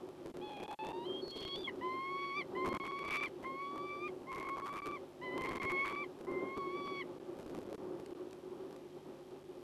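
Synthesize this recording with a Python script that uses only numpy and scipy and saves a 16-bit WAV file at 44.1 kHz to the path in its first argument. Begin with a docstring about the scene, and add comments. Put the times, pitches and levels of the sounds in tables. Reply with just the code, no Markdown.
"""Falcon wailing over a poor camera link

A falcon wails seven times on a tower ledge, close to a fixed outdoor camera: gliding harmonics plus a mouth resonance.
Wind moans in a hollow near the microphone, as noise through resonances over a broad rush. Under it lie a faint
mains hum and buzz, and a few small dry ticks of noise. The camera sends its sound in 10 ms packets over a poor
link: the waveform skips with a click at many seams, and late packets leave short mutes."""
import sys
import numpy as np
from scipy import signal
from scipy.io import wavfile
from scipy.ndimage import uniform_filter1d

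SR = 44100
rng = np.random.default_rng(int(sys.argv[2]) if len(sys.argv) > 2 else 0)


def transcribe(u):
    """Save the signal u as a 16-bit wav file named by the first command-line argument.

    u: samples, shape (n,) or (channels, n), limited to [-1, 1]; the rate is SR.
    q: integer samples, one column per channel.
    """
    v = np.clip(np.atleast_2d(u).T, -1, 1)
    q = np.round(v * 32767).astype(np.int16)
    wavfile.write(sys.argv[1], SR, q)


N = 424663


def undb(db):
    """Decibels to gain."""
    return 10 ** (np.asarray(db) / 20)


def level(x, db):
    """Scale to an rms level in dB."""
    return x * undb(db) / np.sqrt(np.mean(x ** 2))


def band(x, hz, width):
    """One resonance, gain 1 at its centre."""
    return signal.lfilter(*signal.iirpeak(hz, hz / width, fs=SR), x)


def walk(rate):
    """Random levels held 1 / rate s and slewed twice; spread near 1."""
    hold = int(SR / rate)
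    steps = np.repeat(rng.standard_normal(N // hold + 1), hold)
    return 1.52 * uniform_filter1d(uniform_filter1d(steps, hold), hold)[:N]


# Hum lines of the mains. Each row: multiple of the mains frequency, rms level in dB.
HUM_LINES = [(1, -80), (2, -78), (3, -69)]
MAINS_HZ = 50.0
BUZZ_HZ, BUZZ_WIDTH_HZ, BUZZ_DB = 2960, 2200, -74.5


def mains(t):
    """Low hum lines, and a thin buzz from uneven noise spikes twice a cycle, the same in every cycle."""
    hum = 0
    for multiple, db in HUM_LINES:
        hum = hum + np.sqrt(2) * undb(db) * np.sin(2 * np.pi * multiple * MAINS_HZ * t)
    cycle = int(SR / MAINS_HZ)
    angle = 2 * np.pi * np.arange(cycle) / cycle
    one_cycle = rng.standard_normal(cycle) * (1 + 1.6 * np.cos(angle) ** 8)
    spikes = np.resize(one_cycle, N)
    return hum + level(band(spikes, BUZZ_HZ, BUZZ_WIDTH_HZ), BUZZ_DB)


# Small dry ticks nearby. Each row: centre in seconds, level in dB of the noise before its filter.
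TICK_TIMES = [(7.997, -56), (8.066, -42), (8.312, -46.5), (8.332, -44), (8.7107, -48), (8.729, -47.5),
              (8.765, -45)]


def ticks():
    """Five-millisecond scratches of mid-range noise."""
    out, shape = np.zeros(N), np.hanning(SR // 200)
    for s, db in TICK_TIMES:
        start = int(s * SR) - len(shape) // 2
        out[start:start + len(shape)] = undb(db) * shape * rng.standard_normal(len(shape))
    return band(out, 1100, 2140)


# Course of the gusts. Each row: time in seconds, wind level in dB.
GUSTS = [(0.0, -48.5), (0.57, -47), (0.74, -52), (1.15, -44), (1.32, -51), (1.83, -45), (2.25, -51),
         (2.73, -40.5), (2.86, -46), (3.6, -47.5), (3.7, -47.5), (5.06, -49), (5.46, -41.5), (6.09, -48),
         (6.36, -44), (7.19, -50), (7.54, -44.5), (8.66, -50), (9.62, -51.5)]
# Resonances that the wind blows. Each row: centre in Hz, width in Hz, level in dB against the wind level.
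HOLLOW_RESONANCES = [(364, 31.3, -1), (536.4, 44, -13), (276.7, 61, -9.5), (817.5, 136, -19.5),
                     (1121, 230, -21.5)]
# Spectrum of the broad rush. Each row: frequency in Hz, relative density in dB, against the mean wind level.
RUSH_SPECTRUM = [(60, -37), (100, -26), (200, -20.5), (700, -23.5), (1400, -38.5), (2000, -44.5),
                 (3300, -43), (7000, -60), (13000, -57)]


def wind(t):
    """Gusty noise in the resonances of the hollow over a broad rush; low bands follow the gusts most."""
    gust_db, puff = np.interp(t, *np.transpose(GUSTS)), walk(22)
    moan = 0
    for hz, width, db in HOLLOW_RESONANCES:
        ringing = band(band(rng.standard_normal(N), hz, width), hz, 2.8 * width)
        moan = moan + level(ringing, db) * undb(1.96 * puff + 1.0 * walk(13))

    rush = 0
    points_hz, points_db = np.transpose(RUSH_SPECTRUM)
    for hz in 70 * 2 ** np.arange(0, 7.6, .5):  # half-octave bands
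        gust_share = np.clip(700 / hz, .1, 1)
        # bands widen with frequency, so each carries more of the density
        db = np.interp(np.log(hz), np.log(points_hz), points_db) + 10 * np.log10(hz / 100)
        narrowed = band(band(rng.standard_normal(N), hz, hz / 2), hz, hz / 2)
        noise = level(band(narrowed, hz, hz), db)
        swell_db = gust_share * (gust_db - gust_db.mean() + 1.6 * puff) + 0.72 * walk(10)
        rush = rush + noise * undb(swell_db)
    return moan * undb(gust_db) + rush * undb(gust_db.mean())


# One curve a wail, between its opening and its close. Each row: time in seconds, pitch in Hz,
# throat level in dB (rms), level in dB (rms) of a harmonic at the centre of the mouth resonance.
WAIL_CURVES = [
    [(0.44, 856, -51.5, -62), (0.58, 822, -51, -62), (0.85, 876.4, -44, -63), (1.04, 953, -53.5, -69),
     (1.065, 1045, -62, -54.5), (1.08, 1051, -73, -48.5), (1.205, 1087, -73, -48), (1.23, 1091, -83.5, -57),
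     (1.3, 1086, -72, -53), (1.46, 1087, -60, -49.5), (1.55, 1111, -54, -48), (1.585, 1172, -74, -52),
     (1.628, 1178, -78, -59), (1.645, 1124, -77, -40.5), (1.663, 1078, -81, -47), (1.675, 1096, -44.5, -39)],
    [(1.83, 1013, -43, -51), (2.1, 1099, -44.5, -54.5), (2.22, 1121, -42.5, -46.5), (2.34, 1116, -44, -48),
     (2.38, 1185, -38, -46), (2.4, 1150, -41.5, -40)],
    [(2.57, 1034, -44.5, -48), (2.76, 1085, -44.5, -53), (3.02, 1123, -44, -47), (3.1, 1140, -42, -38),
     (3.255, 1172, -41.5, -40.5)],
    [(3.46, 1065, -44.5, -47.5), (3.53, 1075, -46, -62), (3.61, 1113, -44.5, -49), (3.75, 1139, -44, -61),
     (3.88, 1163, -44, -51.5), (3.98, 1158, -43.5, -58.5), (4.07, 1219, -45.5, -47.5)],
    [(4.29, 1084, -49, -54.5), (4.35, 1068, -48, -50.5), (4.5, 1094, -45.5, -52.5), (4.62, 1104, -43, -63),
     (4.72, 1140, -41, -54), (4.955, 1162, -40, -48.5)],
    [(5.235, 1025, -47.5, -52), (5.3, 989, -53.5, -49), (5.38, 1030, -47, -47.5),
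     (5.55, 1069, -47.5, -48.5), (5.82, 1102, -42, -39), (5.92, 1124, -42.5, -44), (6.03, 1173, -40.5, -44)],
    [(6.29, 1065, -51, -56.5), (6.35, 1040, -56, -52), (6.53, 1080, -49, -51), (6.575, 1127, -44, -59.5),
     (6.68, 1093, -47.5, -57), (6.78, 1147, -44.5, -52.5), (6.87, 1133, -44.5, -55.5),
     (7.005, 1110, -48, -39)],
]
# Pressing of the throat's overtones in each wail. Each row: dB at its start, dB at its last curve point.
OVERTONE_STRAIN = [(-5.5, 2), (-3, 3.5), (0.5, 2), (-5, -3), (-8, -10.5), (4, -5), (-11.5, 6.5)]
# The throat's harmonics 1 to 5. Each entry: level in dB against the throat level.
THROAT_HARMONICS_DB = [-0.5, -17.5, -19.5, -26.5, -37.5]
# The mouth resonance wanders high in the first, broken wail, then rests on the second harmonic.
# Each row: time in seconds, centre in Hz, half-width in Hz at which the gain halves.
MOUTH_RESONANCE = [(0.85, 3050, 800), (1.04, 3320, 1110), (1.08, 3200, 300), (1.2, 3140, 300),
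                   (1.23, 4300, 402), (1.3, 4200, 450), (1.33, 3503, 816), (1.55, 3420, 810),
                   (1.62, 3900, 900), (1.645, 3420, 350), (1.665, 3350, 350), (1.674, 2180, 430)]
# Every wail scoops up into its first pitch and drops from its last: pitch ratio, throat dB, mouth dB.
OPENING, CLOSE = (0.94, -8.5, -3), (0.86, -16, -8.5)
OPENING_S, CLOSE_S = 0.022, 0.02
FLARE_DB = 15  # the overtones are pressed harder still as the throat closes
WAVER_HZ, FLUTTER_DB, BREATH_DB = 2.5, 1.39, -26.5
LEDGE_T60_S, LEDGE_DB = 0.063, -9.5


def wail_edge(row, shift_s, rule):
    """The outer end of a wail: its nearest curve point moved in time, pitch and level."""
    s, hz, throat_db, mouth_db = row
    ratio, throat_step_db, mouth_step_db = rule
    return s + shift_s, hz * ratio, throat_db + throat_step_db, mouth_db + mouth_step_db


def ledge(x):
    """Railings and the nest box throw back a short tail, as noise that decays exponentially."""
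    tail_s = np.arange(SR // 4) / SR
    tail = rng.standard_normal(SR // 4) * undb(-60 * tail_s / LEDGE_T60_S)
    return x + undb(LEDGE_DB) * signal.fftconvolve(x, tail / np.linalg.norm(tail))[:N]


def falcon(t):
    """Harmonics on a gliding pitch, with a little breath around them; the mouth resonance lifts those inside it."""
    out = np.zeros(N)
    waver = WAVER_HZ * walk(60)
    breath = level(band(rng.standard_normal(N), 130, 133), BREATH_DB)
    flutter = [FLUTTER_DB * walk(40) for _ in THROAT_HARMONICS_DB]
    mouth_s, mouth_hz, mouth_width = np.transpose(MOUTH_RESONANCE)
    for wail, (start_db, end_db) in zip(WAIL_CURVES, OVERTONE_STRAIN):
        opening = wail_edge(wail[0], -OPENING_S, OPENING)
        close = wail_edge(wail[-1], CLOSE_S, CLOSE)
        s, hz, throat_db, mouth_db = np.transpose([opening, *wail, close])
        on = (t > s[0] - .008) & (t < s[-1] + .008)
        now = t[on]
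        fade = np.clip(np.minimum(now - s[0], s[-1] - now) / 0.0028 + 1, 0, 1) ** 2
        press_db = np.interp(now, s[[0, -2, -1]], [start_db, end_db, end_db + FLARE_DB])
        pitch = np.interp(now, s, hz)
        phase = 2 * np.pi * np.cumsum(pitch + waver[on]) / SR
        centre = np.interp(now, mouth_s, mouth_hz)
        width = np.interp(now, mouth_s, mouth_width)
        for k, db in enumerate(THROAT_HARMONICS_DB):
            harmonic = k + 1
            throat = undb(np.interp(now, s, throat_db) + db + (k > 0) * press_db)
            off = (harmonic * pitch - centre) / width
            mouth = undb(np.interp(now, s, mouth_db)) / (1 + off ** 4)
            size = np.sqrt(2) * (throat + mouth) * undb(flutter[k][on]) * fade
            out[on] += size * (1 + harmonic * breath[on]) * np.sin(harmonic * phase)
    return ledge(out)


def scene():
    """Hum, ticks, wind and bird at one microphone."""
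    t = np.arange(N) / SR
    return (mains(t) + ticks() + wind(t) + falcon(t))[None]


PACKET_S, FIRST_SEAM_S = .01, .0091


def seam_s(packet):
    """The moment at which a packet ends."""
    return FIRST_SEAM_S + PACKET_S * packet


# Spells of a poor link; the first and last seams always skip.
# Each row: first packet, last packet, share (0 to 1) of the seams between that skip.
POOR_SPELLS = [(8, 8, 1), (25, 36, .4), (47, 72, .4), (83, 91, .4), (127, 147, .4), (155, 160, .2),
               (175, 175, 1), (264, 267, 1), (272, 276, .7), (283, 286, .5), (298, 298, 1), (304, 304, 1),
               (307, 316, 1), (322, 327, .8), (342, 343, 1), (375, 377, 0), (407, 407, 1), (421, 421, 1),
               (431, 448, .4), (456, 468, .5), (472, 478, 1), (485, 486, 1), (537, 571, .6), (584, 591, 1),
               (618, 620, 1), (624, 624, 1), (656, 656, 1), (685, 685, 1), (736, 774, .42), (799, 799, 1),
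               (810, 810, 1), (930, 930, 1)]


def bad_seams():
    """The seams that skip: both ends of each spell and a random share of those between."""
    share = np.zeros(int(N / SR / PACKET_S))
    for first, last, part in POOR_SPELLS:
        share[first:last + 1] = part
        share[[first, last]] = 1
    return rng.random(len(share)) < share


SKIP_S, SCRAP_S = .004, .005  # furthest reach of the reading place either way, mean length of a scrap


def skip(x):
    """At each bad seam the reading place jumps to a spot where the two ends do not meet, so that it clicks;
    two scraps of a few milliseconds follow, the last of which is picked to meet better and click more softly."""
    seams = np.flatnonzero(bad_seams())
    chance = rng.random((len(seams), 3, 5))
    # the first jump is on the seam, the next two after random waits
    waits = np.cumsum(-SCRAP_S * np.log(1 - chance[:, :, 0]) * [0, 1, 1], axis=1)
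    jumps = ((seam_s(seams)[:, None] + waits) * SR).astype(int)
    tries = (SKIP_S * SR * (2 * chance[:, :, 1:] - 1)).astype(int)
    shift = np.zeros(N, int)
    for places, spots in zip(jumps, tries):
        for i, options, rank in zip(places, spots, (2, 2, 1)):  # rank 0 would be the smoothest of four
            mismatch = abs(x[i + options] - x[i + shift[i]])
            shift[i:] = options[np.argsort(mismatch)[rank]]
    return x[np.clip(np.arange(N) + shift, 0, N - 1)]


# Late packets. Each row: packet after which the sound resumes, length of the mute before that in ms.
LATE_PACKETS = [(26, 5.5), (33, 23), (39, 7), (59, 5), (61, 5.5), (67, 16.5), (78, 44), (92, 8), (144, 6),
                (273, 7), (279, 26), (291, 6.5), (303, 6.5), (309, 6.5), (320, 6.5), (439, 6.5), (444, 6),
                (456, 6.5), (460, 6.5), (461, 7.5), (481, 16.5), (491, 6), (546, 5), (550, 4), (552, 5),
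                (554, 4.5), (556, 4.5), (559, 17), (595, 6.5), (626, 7), (631, 4.5), (719, 14), (745, 4.5),
                (764, 5.5), (768, 7), (777, 23), (814, 16.5), (943, 7)]
RESUME_S, EDGE_S = .0004, .00013  # resume delay after the seam, softened edge of a mute
TRAIL_HZ, TRAIL_S, TRAIL_DB = 670, 0.0056, -2.5
HISS_DB, TOP_HZ = -78, 12900


def record(dry):
    """The link skips at seams and mutes late packets, in which only a dull trail dies away over a faint hiss;
    the top is cut."""
    stream, gate, trail = skip(dry[0]), np.ones(N), np.zeros(N)
    for packet, mute_ms in LATE_PACKETS:
        resume = int((seam_s(packet) + RESUME_S) * SR)
        stop = resume - int(mute_ms * SR / 1000)
        gate[stop:resume] = 0
        trail[stop:resume] = np.exp(-np.arange(resume - stop) / SR / TRAIL_S)
    gate = uniform_filter1d(gate, int(EDGE_S * SR))
    dull = signal.sosfilt(signal.butter(2, TRAIL_HZ, fs=SR, output="sos"), stream)
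    remnant = dull * (1 - gate) * trail * undb(TRAIL_DB)
    hiss = undb(HISS_DB) * rng.standard_normal(N)
    top_cut = signal.ellip(10, .2, 70, TOP_HZ, fs=SR, output="sos")
    return signal.sosfilt(top_cut, stream * gate + remnant + hiss)[None]


dry = scene()
out = record(dry)
transcribe(out)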